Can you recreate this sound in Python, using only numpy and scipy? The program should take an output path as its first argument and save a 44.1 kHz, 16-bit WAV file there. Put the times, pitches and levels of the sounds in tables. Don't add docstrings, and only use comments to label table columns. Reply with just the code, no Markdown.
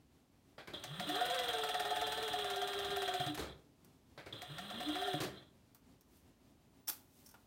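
import sys
import numpy as np
from scipy import signal
from scipy.fft import rfft, irfft, next_fast_len
from scipy.io import wavfile
from scipy.ndimage import uniform_filter1d, map_coordinates

SR = 44100
rng = np.random.default_rng(int(sys.argv[2]) if len(sys.argv) > 2 else 0)


def volts(x):
    e = np.asarray(x, float) / 20
    return 10 ** e


def dump_mix(stems):
    frames = np.atleast_2d(stems).T
    limited = np.clip(frames, -1, 1)
    pcm = np.round(limited * 32767).astype(np.int16)
    wavfile.write(sys.argv[1], SR, pcm)


N = 328986

# clutch_engages_s, first_stitch_s, pedal_lifts_s, shaft_stops_s, knife_click_db
RUNS = [
    (0.732, 0.8391, 3.306, 3.52, -34.5),
    (4.325, 4.4194, 5.15, 5.43, -39.5),
]
# time_s, stitches_per_s
SPEED_LONG = [(0.838, 4.43), (1.001, 8.22), (1.208, 20.71), (1.349, 22.78), (1.571, 19.18), (1.853, 18.3),
              (2.254, 19.06), (2.479, 17.29), (2.969, 17.43), (3.233, 16.05), (3.36, 9.08)]
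# time_s, stitches_per_s
SPEED_SHORT = [(4.42, 4.53), (4.6, 7.93), (4.79, 10.29), (4.97, 16.27), (5.06, 17.56), (5.2, 15.34)]
# time_s, extra_blow_db
SEAM = [(.84, -3.5), (1.0, 2.5), (1.1, -0.5), (1.21, 4.5), (1.36, -2), (1.98, 4.5), (2.12, -4.5),
        (2.6, 0.5), (2.76, -4), (3.2, 4.5), (3.27, -1.5), (3.35, -11), (4.42, -3), (4.7, -4.5), (4.81, 1),
        (4.89, -4), (4.96, 2), (5.13, 0.5)]
WHINE_ORDERS = [1, 2, 3, 3.5, 4]
# centre_hz, width_hz, level_db
MOUNT = [(185, 55, 10.5), (388, 46, 9), (483, 110, 4), (704, 40, 10), (850, 50, 11), (1407, 55, 10),
         (1580, 80, 8.5), (1850, 52, 2)]
# centre_hz, width_hz, level_db
BOARD = [(298.2, 20.4, 9)]
# centre_hz, width_hz, level_db
CLUTCH = [(3232, 94, 1.5), (3488, 58, -1), (3680, 100, -6.5), (3880, 130, -5.5), (4080, 60, -4),
          (3525, 28, -8.5)]
# centre_hz, width_hz, level_db
PLATES = [(2900, 275, 6), (5050, 120, -9), (8770, 410, -3.5), (11260, 170, -10), (14500, 5600, -14.5),
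          (6700, 3200, -19.5), (10400, 3300, -23)]
# centre_hz, width_hz, level_db
CASING = [(584, 59, 6), (796, 173, -0.5), (1208, 210, 2), (1405, 60, 6), (1572, 32, 4), (1810, 107, 4.5),
          (2300, 1300, -8.5)]
# centre_hz, width_hz, level_db
TABLE = [(59, 32, -2), (133, 51, -2), (196, 44, -3), (304, 48, 1), (396, 98, -1.5)]
# pitch_hz, level_db, t60_s
COVER = [(723.7, 1, 0.057), (723.4, -16, 0.13), (594, -5.5, 0.032), (1822, -1.5, 0.029), (5100, -27, 0.06)]
# freq_hz, level_db
KNIFE = [(2000, 10.5), (4000, 8.5), (6000, 4), (9000, 2.5), (12000, -9), (15500, -2)]
# centre_hz, width_hz, level_db
LOOPER = [(6160, 1100, -15.5), (11160, 660, 8.5), (13700, 2000, 3)]
# freq_hz, density_db_per_hz
PEDAL = [(180, -63), (300, 3.5), (560, 1), (1320, -5), (1630, -7), (2470, -16), (2840, -12), (4000, -5),
         (5000, -9.5), (6500, -37), (11000, -120)]
# centre_hz, width_hz, level_db
LINK = [(1570, 170, -0.5), (1960, 66, 0.5), (2250, 250, -2)]
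# (thud_db, bright_db, link_ring_db, clutch_bite_db), [(time_s, peak_db), ..]
TOUCH = (-28, -31, -5.5, -16), [(.58, -37.5), (4.176, -36.5)]
SLACK = (-10, -21, -5.5, -41), [(.673, -37.5), (4.26, -40.5)]
BITE = (-12, -22, -22, 1), [(.735, -39), (.825, -51.5), (4.326, -41.5)]
BRAKE = (-10, -14.5, -30, -34), [(3.375, -31.5), (3.392, -36), (5.203, -29.5), (5.218, -39), (5.233, -39.5)]
SETTLE = (-10, -27, -7, -24), [(3.422, -40.5), (3.445, -46.5), (5.268, -52)]
DRAG = (-25, -28, -9, 5), [(3.47, -54), (3.51, -67), (5.345, -57), (5.372, -55), (5.44, -76)]
KNOCK_THUMP_DB = [-15.5, -25, -15.5]
# time_s, mode_1_db, mode_2_db, mode_3_db
JOLTS = [(3.198, -35, -46, -45), (3.263, -35, -53, -47), (3.297, -41, -50, -62), (3.496, -46.5, -62, -63),
         (3.549, -52, -70, -75), (4.503, -45, -52, -60), (4.559, -47, -66, -58), (5.138, -33, -34, -30.5),
         (5.162, -55, -40, -60), (5.266, -37.5, -56, -41)]
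# pitch_hz, t60_s
LEGS = [(135, 0.13), (305, 0.14), (580, 0.063)]
# time_s, peak_db, low_part_db, t60_s, dish_ring_db
TICKS = [(3.577, -67, -12, 0.039, -11), (3.5935, -68, -14, 0.038, -6), (3.8462, -49.5, -19, 0.05, -14),
         (5.747, -45, -17.5, 0.058, -24), (6.0092, -57, -14, 0.059, -10),
         (7.2606, -45.5, -21.5, 0.076, -9.5), (7.2894, -48, -24, 0.058, -11), (7.311, -50, -20, 0.05, -12),
         (7.3407, -50, -1.5, 0.047, -17)]
# time_s, peak_db, low_part_db, t60_s, dish_ring_db
DROP = [
    (6.873, -36.5, -41, 0.066, -10),
    (6.88, -20, -34.5, 0.06, -19.5),
    (6.8876, -24.5, -20, 0.04, -22),
    (6.8936, -28, -30, 0.04, -20),
]
# freq_hz, density_db_per_hz
PINS = [(1180, -9), (2000, -10), (2880, -14.5), (3510, -6.5), (4280, -10), (4590, -3.5), (5450, -12),
        (10100, -7), (13900, 2.5), (15800, -5.5)]
# centre_hz, width_hz, level_db
DISH = [(5520, 380, 8), (6430, 480, 4), (8630, 880, 2), (10400, 610, -13)]
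# peak_s, peak_db, swell_s, fade_s (both to -20 dB)
RUSTLE = [(5.762, -71, .01, 0.071), (6.17, -67.5, 0.13, .1), (6.92, -52, .01, 0.098),
          (7.19, -66, 0.19, .15), (7.264, -66, .04, .02), (7.4, -75, .4, .4)]
# freq_hz, t60_s
WALLS = [(200, 0.63), (2000, 0.3), (10000, 0.17)]
# freq_hz, density_db_per_hz
HUSH = [(15, -43), (25, -12.5), (64, -4), (195, -10), (277, -6), (317, -14), (373, -14), (489, -21),
        (677, -20.5), (1130, -26), (1440, -30), (3520, -32), (16000, -41)]


def unit(x):
    return x / np.sqrt(np.mean(x ** 2) + 1e-20)


def along(points, hz):
    f, v = np.transpose(points)
    return np.interp(np.log(hz + 1), np.log(f + 1), v)


def wobble(rate_hz):
    knots = rng.standard_normal(int(N * rate_hz / SR) + 4)
    return map_coordinates(knots, [np.arange(N) * rate_hz / SR])


def filtered(x, response):
    m = next_fast_len(N + SR // 2)
    return irfft(rfft(x, m) * response(np.fft.rfftfreq(m, 1 / SR)), m)[..., :N]


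def body(modes):
    def mode(f, c, w, db):
        return volts(db) * 1j * f * w / (c * c - f * f + 1j * f * w)
    return lambda f: sum((-1) ** k * mode(f, *row) for k, row in enumerate(modes))


def colour(points):
    return lambda f: volts(along(points, f)) * (f > .7 * points[0][0])


def hiss(response, rough_db=0, rate=150):
    grain = volts(rough_db * wobble(rate)) if rough_db else 1
    return unit(filtered(rng.standard_normal(N) * grain, response))


def bursts(times, dbs, t60, rise=0.00037):
    env, t = np.zeros(N + SR), np.arange(SR // 3) / SR
    for s, db, d in np.broadcast(times, dbs, t60):
        env[round(s * SR):][:len(t)] += volts(db - 60 * t / abs(d)) * (1 - np.exp(-t / rise))
    return env[:N]


def shaft():
    t = np.arange(N) / SR
    cruise_stitches_per_s = 18
    speed = np.interp(t, *np.transpose(SPEED_LONG + SPEED_SHORT))
    engage, first, lift, stop, click_db = np.array(RUNS)[(t >= RUNS[1][0]) * 1].T
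    speed_db = 20 * np.log10(speed / cruise_stitches_per_s)
    return speed, speed_db, t > engage, np.maximum(t - lift, 0), np.maximum(t - stop, 0)


def stitch_times():
    t = np.arange(N) / SR
    turns, rows = np.cumsum(shaft()[0]) / SR, []
    for (engage, first, lift, stop, click_db), speed in zip(RUNS, (SPEED_LONG, SPEED_SHORT)):
        start, end = np.interp([first, speed[-1][0] - .009], t, turns)
        rows += [(s, click_db) for s in np.interp(np.arange(start, end), turns, t)]
    return np.transpose(rows)


def knocks():
    kinds = (TOUCH, SLACK, BITE, BRAKE, SETTLE, DRAG)
    return np.array([(s, db, *parts) for parts, hits in kinds for s, db in hits])


def drum(f):
    return body(CLUTCH)(f) / (1 + ((f - 3650) / 560) ** 8)


def stitches():
    s, click_db = stitch_times()
    scatter = rng.standard_normal((len(s), 3))
    chance = rng.standard_normal((len(s), 2 + 2 * len(COVER)))
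    speed_db = shaft()[1][(s * SR).astype(int)]
    seam_db = np.interp(s, *np.transpose(SEAM))
    click_db = click_db + 1.4 * scatter[:, 0]
    ring_db = -35.5 + 0.71 * speed_db + seam_db + 1.26 * scatter[:, 1]
    clack_db = -42.5 + 0.82 * seam_db + 4 * scatter[:, 2]

    clicks = bursts(s, click_db - 9.5, 0.0065, rise=0.00032) + bursts(s, click_db - 11.5, 0.11)
    clicks = clicks + bursts(s, click_db - 7.5 - 0.96 * speed_db, 0.002, rise=.0001)
    looper = bursts(s + 0.0057, click_db - 12 + 3 * chance[:, 0], 0.014) * hiss(body(LOOPER))
    clack = bursts(s - .003, clack_db, 0.069, rise=0.0033) * hiss(body(CASING))
    load = bursts(s - .006, click_db - 9.0 + 2.6 * chance[:, 1], 0.05, rise=0.009) * hiss(drum)

    plate, t = np.zeros(N + SR), np.arange(SR // 4) / SR
    swell = 1 - np.exp(-(t / 0.012) ** 2)
    for start, db, luck in zip(s, ring_db, chance[:, 2:].reshape(len(s), -1, 2)):
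        ring = sum(volts(level + 2.2 * a - 60 * t / t60) * np.sin(2 * np.pi * hz * (1 + 0.005 * b) * t)
                   for (hz, level, t60), (a, b) in zip(COVER, luck))
        plate[round((start + .0012) * SR):][:len(t)] += volts(db + 12.5) * ring * swell
    return clicks * hiss(colour(KNIFE)) + clack + load + looper + plate[:N]


def belt():
    speed, speed_db, engaged, coasting, stopped = shaft()
    teeth = 23
    order_db = [-56.5, -66.5, -63.5, -69, -65]
    hz = teeth * speed
    turn = 2 * np.pi * np.cumsum(hz * (1 + 0.00893 * wobble(45))) / SR
    flap_db = 1.74 + 5 * np.clip(1.7 - hz / 220, 0, 1)
    strain_db = 2.47 * np.sin(turn / teeth + 1.94 * wobble(3.04))
    slack_db = .17 * np.clip(-np.gradient(speed) * SR - 18, 0, None)
    level_db = 1.23 * speed_db - 900 * coasting + strain_db - slack_db
    grid_hz = np.arange(3000.)
    carried = np.sqrt(sum(abs(body([mode])(grid_hz)) ** 2 for mode in MOUNT) + 1)

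    whine = np.zeros(N)
    for k, db in zip(WHINE_ORDERS, order_db):
        tone_db = db + 4.0 + level_db + flap_db * wobble(28)
        if k > 1:
            tone_db = tone_db + 1.34 * wobble(5) + 2.3 * np.minimum(speed_db, 0)
        whine += volts(tone_db) * np.interp(k * hz, grid_hz, carried) * np.sin(k * turn)
    whine = engaged * whine
    return whine + filtered(whine, lambda f: body(BOARD)(f) ** 2)


def drive():
    speed, speed_db, engaged, coasting, stopped = shaft()
    accel = uniform_filter1d(abs(np.gradient(speed)) * SR, size=4000)
    effort_db = 0.0587 * accel * (coasting == 0)

    def running_db(cruise_db, db_per_speed_db, coast_db_per_s):
        return cruise_db + db_per_speed_db * speed_db + effort_db - coast_db_per_s * coasting - 298 * stopped

    rub = hiss(drum, rough_db=2, rate=140) + volts(-7.5) * hiss(body(PLATES), rough_db=2.5)
    rub = volts(running_db(-49, 1.06, 105) + 2.0) * rub
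    gears = volts(running_db(-48, .9, 53) - 3.0) * hiss(body(CASING), rough_db=2.0, rate=90)
    shake_db = running_db(-64.5, 0.33, 33) + 5.0 + 2.2 * wobble(4.14)
    shake = volts(shake_db) * hiss(body(TABLE), rough_db=3.0, rate=30)
    return engaged * (rub + gears + shake)


def pedal():
    s, db, low_db, high_db, link_db, bite_db = knocks().T

    def clank_gain(f):
        return colour(PEDAL)(f) * (0.97 + abs(body(CASING)(f)))

    def edge_gain(f):
        return colour(KNIFE)(f) + abs(body([(11500, 120, 6)])(f))

    clank = bursts(s, db - 13.0, 0.23, rise=0.0011) * hiss(clank_gain, rough_db=1.0, rate=320)
    edge = bursts(s, db + high_db + .5, 0.21) * hiss(edge_gain, rough_db=1.0, rate=280)
    link = bursts(s, db + link_db - 8.5, 0.24, rise=0.0077) * hiss(body(LINK), rough_db=1)
    crack = bursts(s, db + link_db - 4, 0.0095, rise=.0008) * hiss(body(CASING + LINK))
    bite = bursts(s, db + bite_db - 8, 0.24) * hiss(drum, rough_db=4.5)
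    thud = bursts(s, db + low_db - .5, 0.22, rise=0.0037) * hiss(body(TABLE))
    return clank + edge + link + crack + bite + thud


def thumps():
    x, t = np.zeros(N + SR), np.arange(SR // 4) / SR
    blows = JOLTS + [(s, *np.add(db, KNOCK_THUMP_DB)) for s, db in knocks()[:, :2]]
    for s, *levels in blows:
        ring = 0
        for db, (hz, t60) in zip(levels, LEGS):
            detune = 1 + 0.037 * rng.standard_normal()
            ring = ring + volts(db - 60 * t / t60) * np.sin(2 * np.pi * hz * detune * t)
        x[round(s * SR):][:len(t)] += ring * (1 - np.exp(-t / 0.0037))
    return x[:N]


def pins():
    s, db, low_db, t60, ring_db = np.vstack([TICKS, DROP]).T
    scatter = bursts(DROP[2][0], DROP[2][1] - 19, 0.23)
    bright = (bursts(s, db - 11.0, t60) + scatter) * hiss(colour(PINS), rough_db=3.5, rate=320)
    ring = bursts(s, db + ring_db - 3.5, 1.46 * t60) * hiss(body(DISH))
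    low_modes = [(284, 43, 3.5), (820, 310, 2.0), (1460, 200, 3), (2480, 1100, -10)]
    knock = bursts(s, db + low_db - 4.5, 2.56 * t60, rise=0.0011) * hiss(body(low_modes))
    return bright + ring + knock


def cloth():
    t = np.arange(N) / SR
    slide = sum(volts(db - 20 * np.where(t < at, (at - t) / swell, (t - at) / fade))
                for at, db, swell, fade in RUSTLE)
    return slide * volts(-4) * hiss(body([(15200, 3000, -3), (6700, 15000, -7)]), rough_db=1.0, rate=330)


def room(x):
    hz, t, z = signal.stft(rng.standard_normal(SR // 2), SR, nperseg=256)
    tail = signal.istft(z * volts(-60 * t / along(WALLS, hz)[:, None]), SR, nperseg=256)[1]
    return signal.fftconvolve(np.pad(x, (300, 0)), tail / np.linalg.norm(tail))[:N]


def hush():
    return volts(-66 + 0.15 * wobble(3.5)) * hiss(colour(HUSH), rough_db=-1.5, rate=14)


def scene():
    near = stitches() + belt() + drive() + pedal() + thumps() + pins() + cloth()
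    return (near + volts(-10.5) * room(near) + hush())[None]


def band_limit(x):
    return signal.sosfilt(signal.butter(12, 16530, fs=SR, output="sos"), x)


def record(dry):
    heard = filtered(dry, lambda f: (1j * f / (45 + 1j * f)) ** 2 * (f < 15830))
    return band_limit(heard)


dry = scene()
out = record(dry)
dump_mix(out)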